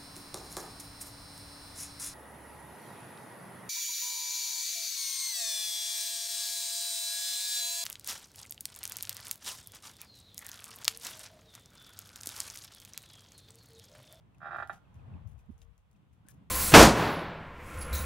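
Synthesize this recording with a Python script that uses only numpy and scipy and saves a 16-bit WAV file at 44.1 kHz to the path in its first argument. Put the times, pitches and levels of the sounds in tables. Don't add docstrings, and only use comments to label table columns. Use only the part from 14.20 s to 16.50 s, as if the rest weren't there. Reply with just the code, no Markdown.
import sys
import numpy as np
from scipy import signal
from scipy.fft import rfft, irfft
from scipy.io import wavfile
from scipy.ndimage import uniform_filter1d

SR = 44100
rng = np.random.default_rng(int(sys.argv[2]) if len(sys.argv) > 2 else 0)


def linear_from_db(decibels):
    return 10 ** (np.asarray(decibels, float) / 20)


def generate_wav(sig):
    pcm = np.round(np.clip(np.atleast_2d(sig).T, -1, 1) * 32767).astype(np.int16)
    wavfile.write(sys.argv[1], SR, pcm)


N = 101429

# [t/s, level/dB, left-right/dB, brightness/(dB per octave)]
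GUST = [(0.0, -60, 2, 2.5), (0.61, -59.5, -0.5, -0.5), (0.88, -51, 5, 0), (0.97, -48, 2, 1.5),
        (1.05, -53.5, 20, -6.1), (1.26, -59, 5, -8), (1.3, -58, -33, -2), (1.34, -59.5, -5, -10),
        (1.37, -61, 4.5, -8.5), (1.53, -63, 22.5, -5), (1.6, -66.5, -7.5, -14), (1.78, -62.5, 7, 3.5),
        (1.81, -62.5, -5, 3), (1.94, -64.5, 11, 3.5), (1.98, -63, 2, 1.2), (2.22, -56, 1, 4.5),
        (2.3, -64, 2, 5)]
# [f/Hz, density/dB]
WIND_COLOUR = [(13, -49), (24, -25), (52, -0.5), (76, 1), (140, 0.5), (188, -8), (227, -14), (290, -19),
               (420, -35.5), (920, -120)]
# [f/Hz, density/dB]
LEAF_COLOUR = [(180, -32), (300, -4.5), (656, 0.5), (1060, 1), (1560, -8.5), (3290, -8), (4300, -23.5),
               (6620, -21), (16000, -26)]
# [t/s, level over the calm hiss/dB]
BREEZE = [(0, 0), (.3, 2), (.6, 2.5), (.9, 2.5), (1.15, 0), (1.4, 1.5), (1.7, 0), (2, 0.5), (2.3, 0.5)]
# [t/s, peak level/dB, rustle re tick/dB, rustle length/s, brightness/(dB per octave)]
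TICKS = [(0.009, -68, -21, 0.012, -2), (0.147, -65, -14, 0.0087, -2.5), (0.1834, -64.5, -20, 0.031, -1.5),
         (0.368, -58.5, -17, 0.059, 1), (0.4746, -52.5, -19.5, 0.059, -0.5),
         (0.5282, -52.5, -4, 0.016, -4.5), (0.543, -60.5, -4.5, 0.034, -4),
         (0.7436, -65, -12.5, 0.027, -0.5), (0.786, -69, -10.5, 0.03, -5), (1.075, -62, -15, 0.065, 2.5),
         (1.112, -72, -6, 0.02, -3), (1.18, -67, -9, 0.013, -3), (1.1904, -63, -11, 0.026, -1.5),
         (1.258, -74, -12, 0.011, 3), (1.31, -74, -6, 0.034, -0.5), (1.38, -63.5, -14.5, 0.049, 0),
         (1.4163, -58, -7, 0.019, -3), (1.5795, -60.5, -22.5, 0.03, -1.5), (1.7133, -63.5, -21, 0.016, 1.5),
         (1.7306, -69, -16, 0.015, 1), (1.759, -75, -3.5, 0.017, -4.5), (1.9275, -76.5, -5, 0.035, -0.5),
         (2.0646, -62, -7.5, 0.024, -5.5), (2.0856, -48, -34, 0.005, 13),
         (2.0862, -47.5, -12.5, 0.015, 1.9), (2.0965, -58, -8, .008, 0), (2.103, -58, -4, 0.014, 4),
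         (2.113, -52, -12, 0.0077, -2), (2.141, -67, -12, 0.0089, 1), (2.124, -70.5, -7.5, 0.04, -1)]
# [f/Hz, density/dB]
CLOTH_COLOUR = [(400, -7), (1700, -6), (3000, -4), (4300, -9), (6600, 0.5), (7600, -3), (10000, -3.5),
                (15500, -7.5)]
# [t/s, level/dB]
CHIPS = [
    (.152, -72),
    (.658, -71),
    (0.796, -72.5),
    (0.943, -68.5),
    (1.078, -83),
    (1.195, -73),
    (1.65, -78.5),
    (1.756, -76.5),
]
# [t/s, peak level/dB]
SLIPS = [(.2042, -50), (.2160, -40), (.2288, -35.5), (.2436, -36), (.2559, -32), (.2687, -32), (.2832, -34),
         (.2964, -41), (.3078, -31.5), (.3194, -31), (.3305, -31), (.3447, -28.5), (.3598, -28.5),
         (.3839, -27.5), (.3998, -29), (.4232, -26.5), (.4955, -26)]
# [f/Hz, level/dB, T60/s, left-right/dB]
WOOD_MODES = [(356, -11.5, 0.15, 0), (600, -12, 0.083, 3), (692, -2.5, 0.043, 8), (797.3, 5.5, 0.14, 2.5),
              (956, -17, 0.09, 12), (1150, -20, 0.046, -2), (1188, -2, 0.084, 3), (1190, -22, 0.09, -5),
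              (1403, -4.5, 0.28, -10), (1577, -18, 0.33, -7), (1755, -1.5, 0.12, -17.5),
              (1940, -7.5, 0.15, -15.5), (2383, -4.5, 0.06, -15), (2623, -7, 0.043, 18.5)]
# [f/Hz, level/dB, T60/s, left-right/dB]
ROPE_MODES = [(2910, -24, 0.043, -6), (3240, -19, 0.028, 2), (3310, -13, 0.067, 4), (3500, -24, 0.033, 1),
              (3750, -13.5, 0.087, -9.5), (4260, -27, 0.035, 3), (4720, -18, 0.029, 17),
              (5010, -22.5, 0.037, -6), (5080, -26, .04, 12)]
# [delay/s, level/dB, left-right/dB]
ECHOES = [
    (.0001, -1.47, -4),
    (.0045, -16.5, -19),
    (.008, -17, -25),
    (0.0123, -37, 10),
]
# [f/Hz, density/dB]
SCATTER_COLOUR = [(300, -20.5), (560, -10), (780, 3.5), (1000, -11), (1400, 1), (2150, -22.5),
                  (3500, -26.5), (5200, -41), (16000, -54)]
# [t/s, level/dB, f/Hz, length/s, left-right/dB]
BUFFETS = [(.775, -47, 109, 0.029, -2), (0.95, -40, 81.5, 0.064, 9.5), (.958, -50, 169, 0.037, -11),
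           (1.067, -43.5, 78, 0.032, 20.5), (1.299, -45, 212, 0.024, -19), (1.304, -60, 346, 0.015, -11),
           (1.316, -44.5, 92, 0.048, -2.5), (1.831, -61.5, 262, 0.016, 2), (1.929, -52.5, 88, 0.028, 10),
           (2.004, -58.5, 124, 0.032, 3), (2.054, -60.5, 270, 0.018, 0), (2.185, -48.5, 164, 0.025, 0),
           (2.22, -52, 184.5, 0.027, 3)]
HUM_TIMES = (1.18, 1.28, 1.458, 1.6)
# [t/s, f/Hz, level/dB, T60/s]
BUCKLES = [(1.4178, 3760, -59.5, 0.017), (1.4176, 2700, -63.5, 0.019), (1.418, 7200, -65, 0.011),
           (1.417, 4800, -66, 0.013), (2.055, 1500, -69, 0.072), (2.078, 1600, -63.5, 0.046),
           (2.097, 2400, -65.5, .02), (2.11, 3500, -74, .02), (2.0855, 1730, -60.5, 0.076),
           (2.091, 1500, -63.5, 0.03), (2.106, 1700, -65, 0.041), (2.0858, 8730, -42.5, 0.0044),
           (2.068, 11000, -68, 0.0062)]


def table(rows):
    return np.array(rows, float).T


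def unit(x):
    return x / np.sqrt(np.mean(x ** 2))


def band(x, hz, width):
    edges = np.clip([hz - width / 2, hz + width / 2], 10, .45 * SR)
    return signal.sosfilt(signal.butter(2, edges, "band", fs=SR, output="sos"), x)


def colour(points, hz):
    f, db = table(points)
    return np.interp(np.log(hz), np.log(f), db)


def shape(x, points):
    n = x.shape[-1]
    hz = np.maximum(np.arange(n // 2 + 1) * SR / n, 1)
    gain = linear_from_db(colour(points, hz))
    return irfft(rfft(x) * gain / np.sqrt(np.mean(gain ** 2)), n)


def walk(rate):
    k = int(SR / rate)
    steps = np.repeat(rng.standard_normal(N // k + 1), k)
    return 1.094 * uniform_filter1d(uniform_filter1d(steps, k), k)[:N]


def add(out, sound, s):
    i = max(int(s * SR), 0)
    n = min(sound.shape[-1], out.shape[-1] - i)
    out[:, i:i + n] += sound[..., :n]


def pan(db):
    return linear_from_db(np.array([db, -db]) / 2).reshape(2, -1)


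def chirp(hz, length):
    u = np.arange(int(length * SR)) / (length * SR)
    cycles = length * (hz[0] * u + (hz[1] - hz[0]) * u ** 2 / 2)
    return np.sin(np.pi * u) ** 2 * np.sin(2 * np.pi * cycles)


def ring(rows, t, vary_db, vary_hz):
    ring_db, port_turn_rad = -20, 0.19
    hz, db, t60, lr = table(rows)[:, :, None]
    turns = 2 * np.pi * (hz + vary_hz) * t
    ports = []
    for side in (1, -1):
        level = linear_from_db(ring_db + db + vary_db + side * lr / 2 - 60 * t / t60)
        modes = level * np.sin(turns + side * port_turn_rad * lr / 10)
        ports.append(modes.sum(axis=0))
    return np.array(ports)


def wind(gust_db, pan_db, bright_db):
    flicker_db, shared, pan_db_per_oct = 3.5, 1, -4
    out, lurch = 0, np.array([walk(13.84), walk(17.0)])
    for hz in 30 * 2 ** np.arange(0, 4.2, .5):
        noise = band(rng.standard_normal((3, N)), hz, hz / 2.48)
        own = np.array([walk(hz / 6), walk(hz / 6)])
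        octave = np.log2(hz / 100)
        db = colour(WIND_COLOUR, hz) + flicker_db * own + 0.88 * lurch + bright_db * octave
        out = out + linear_from_db(db) * pan(pan_db_per_oct * octave) * (noise[:2] + shared * noise[2])
    return unit(out) * linear_from_db(gust_db + 1) * pan(pan_db)


def leaves(gust_db):
    level_db, lift_per_gust, lift_corner_hz = -74.5, 0.96, 2430
    out, swell_db = 0, np.interp(np.arange(N) / SR, *table(BREEZE))
    for hz in 330 * 2 ** np.arange(0, 5.7, .4):
        mid, side = band(rng.standard_normal((2, N)), hz, hz / 2.5)
        lift_db = lift_per_gust * (gust_db + 65) / (1 + (hz / lift_corner_hz) ** 2)
        db = colour(LEAF_COLOUR, hz) + lift_db + swell_db + 0.45 * walk(8.82)
        out = out + linear_from_db(db) * (mid + 0.91 * side * np.array([[1], [-1]]))
    calm = out[:, -N // 3:]
    return out * linear_from_db(level_db) / np.sqrt(np.mean(calm ** 2))


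CLOTH_PAN_DB = 7


def cloth():
    tick_s, lag_s, grain_spread_db = .0006, .00015, 2.5
    out, u = np.zeros((2, N)), np.arange(SR // 4) / SR
    lead = SR // 200
    grain_db = grain_spread_db * walk(600)
    for s, db, rustle_db, length, bright_db in TICKS:
        grain = linear_from_db(np.roll(grain_db, -int(s * SR))[:len(u)])
        rustle = (1 - np.exp(-u / 0.0022)) * np.exp(-(u / length) ** 1.6) * grain
        envelope = np.exp(-u / tick_s) + linear_from_db(rustle_db) * rustle
        grains = rng.standard_normal((2, len(u))) * np.roll(envelope, lead)
        grains[1] = -.75 * np.roll(grains[0], int(lag_s * SR)) + .5 * grains[1]
        tone = [(hz, level_db + bright_db * np.log2(hz / 8000)) for hz, level_db in CLOTH_COLOUR]
        add(out, linear_from_db(db) * shape(grains, tone), s - lead / SR)
    return out * pan(CLOTH_PAN_DB)


def bird():
    chip_hz, chip_s, flutter_db = (2833, 2250), .024, 4
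    out = np.zeros((2, N))
    for s, db in CHIPS:
        add(out, linear_from_db(db) * chirp(chip_hz, chip_s), s - chip_s / 2)
    return out * linear_from_db(flutter_db * walk(300) - 3)


def creak():
    chirp_hz, chirp_s, chirp_pan_db = (1820, 970), 0.00484, -1
    thud_hz, thud_s, thud_db, thud_delay_s = (817.5, 666), 0.00718, -8.5, 0.00018
    scatter_db, scatter_t60_s, scatter_fresh = -19.5, 0.23, 0.53
    wood_spread_db, rope_spread_db, rope_spread_hz = .8, 2.5, 35
    ring_rise_s, slip_lead_s = 0.0061, .0007
    out, t = np.zeros((2, N)), np.arange(SR // 4) / SR
    onset = np.clip(t / ring_rise_s, 0, 1) ** 2
    tail = linear_from_db(scatter_db - 60 * t / scatter_t60_s) * onset * pan(chirp_pan_db)
    body = np.zeros((2, len(t)))
    for delay, echo_db, echo_lr in ECHOES:
        add(body, linear_from_db(echo_db) * chirp(chirp_hz, chirp_s) * pan(chirp_pan_db + echo_lr), delay)
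    add(body, linear_from_db(thud_db) * chirp(thud_hz, thud_s), thud_delay_s)
    wood_db = wood_spread_db * rng.standard_normal((len(SLIPS), len(WOOD_MODES), 1))
    rope = rng.standard_normal((len(SLIPS), 2, len(ROPE_MODES), 1))
    grain = rng.standard_normal((2, len(t)))
    for (s, peak_db), vary_db, (db, hz) in zip(SLIPS, wood_db, rope):
        fresh = rng.standard_normal((2, len(t)))
        hiss = unit(shape(grain + scatter_fresh * fresh, SCATTER_COLOUR))
        scatter = (hiss + 0.5 * hiss[::-1]) * tail
        modes = ring(WOOD_MODES, t, vary_db, 0)
        modes = modes + ring(ROPE_MODES, t, rope_spread_db * db, rope_spread_hz * hz)
        add(out, linear_from_db(peak_db) * (modes * onset + body + scatter), s - slip_lead_s)
    return out


def buffets():
    out = np.zeros((2, N))
    for s, db, hz, length, lr in BUFFETS:
        add(out, linear_from_db(db) * chirp((hz * 0.822, hz * 1.16), length) * pan(lr), s - length / 2)
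    return out


def hum():
    t = np.arange(N) / SR
    swell = np.interp(t, HUM_TIMES, [0, 1, 1, 0])
    return linear_from_db(-78) * swell * linear_from_db(2 * walk(15)) * np.sin(2 * np.pi * 462 * t)


def buckling():
    out, u = np.zeros((2, N)), np.arange(SR // 4) / SR
    for s, hz, db, t60 in BUCKLES:
        add(out, linear_from_db(db - 60 * u / t60) * np.sin(2 * np.pi * hz * u), s)
    return out * pan(CLOTH_PAN_DB)


def scene():
    s, *controls = table(GUST)
    gust_db, pan_db, bright_db = [np.interp(np.arange(N) / SR, s, c) for c in controls]
    air = wind(gust_db, pan_db, bright_db) + leaves(gust_db) + buffets()
    return air + cloth() + bird() + creak() + hum() + buckling()


def top_cut(x):
    return signal.sosfilt(signal.butter(12, 16470, fs=SR, output="sos"), x)


def record(dry):
    x = signal.sosfilt(signal.butter(2, 41.3, "high", fs=SR, output="sos"), dry)
    x = signal.sosfilt(signal.ellip(6, .3, 50, 16000, fs=SR, output="sos"), x)
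    return top_cut(x)


dry = scene()
out = record(dry)
generate_wav(out)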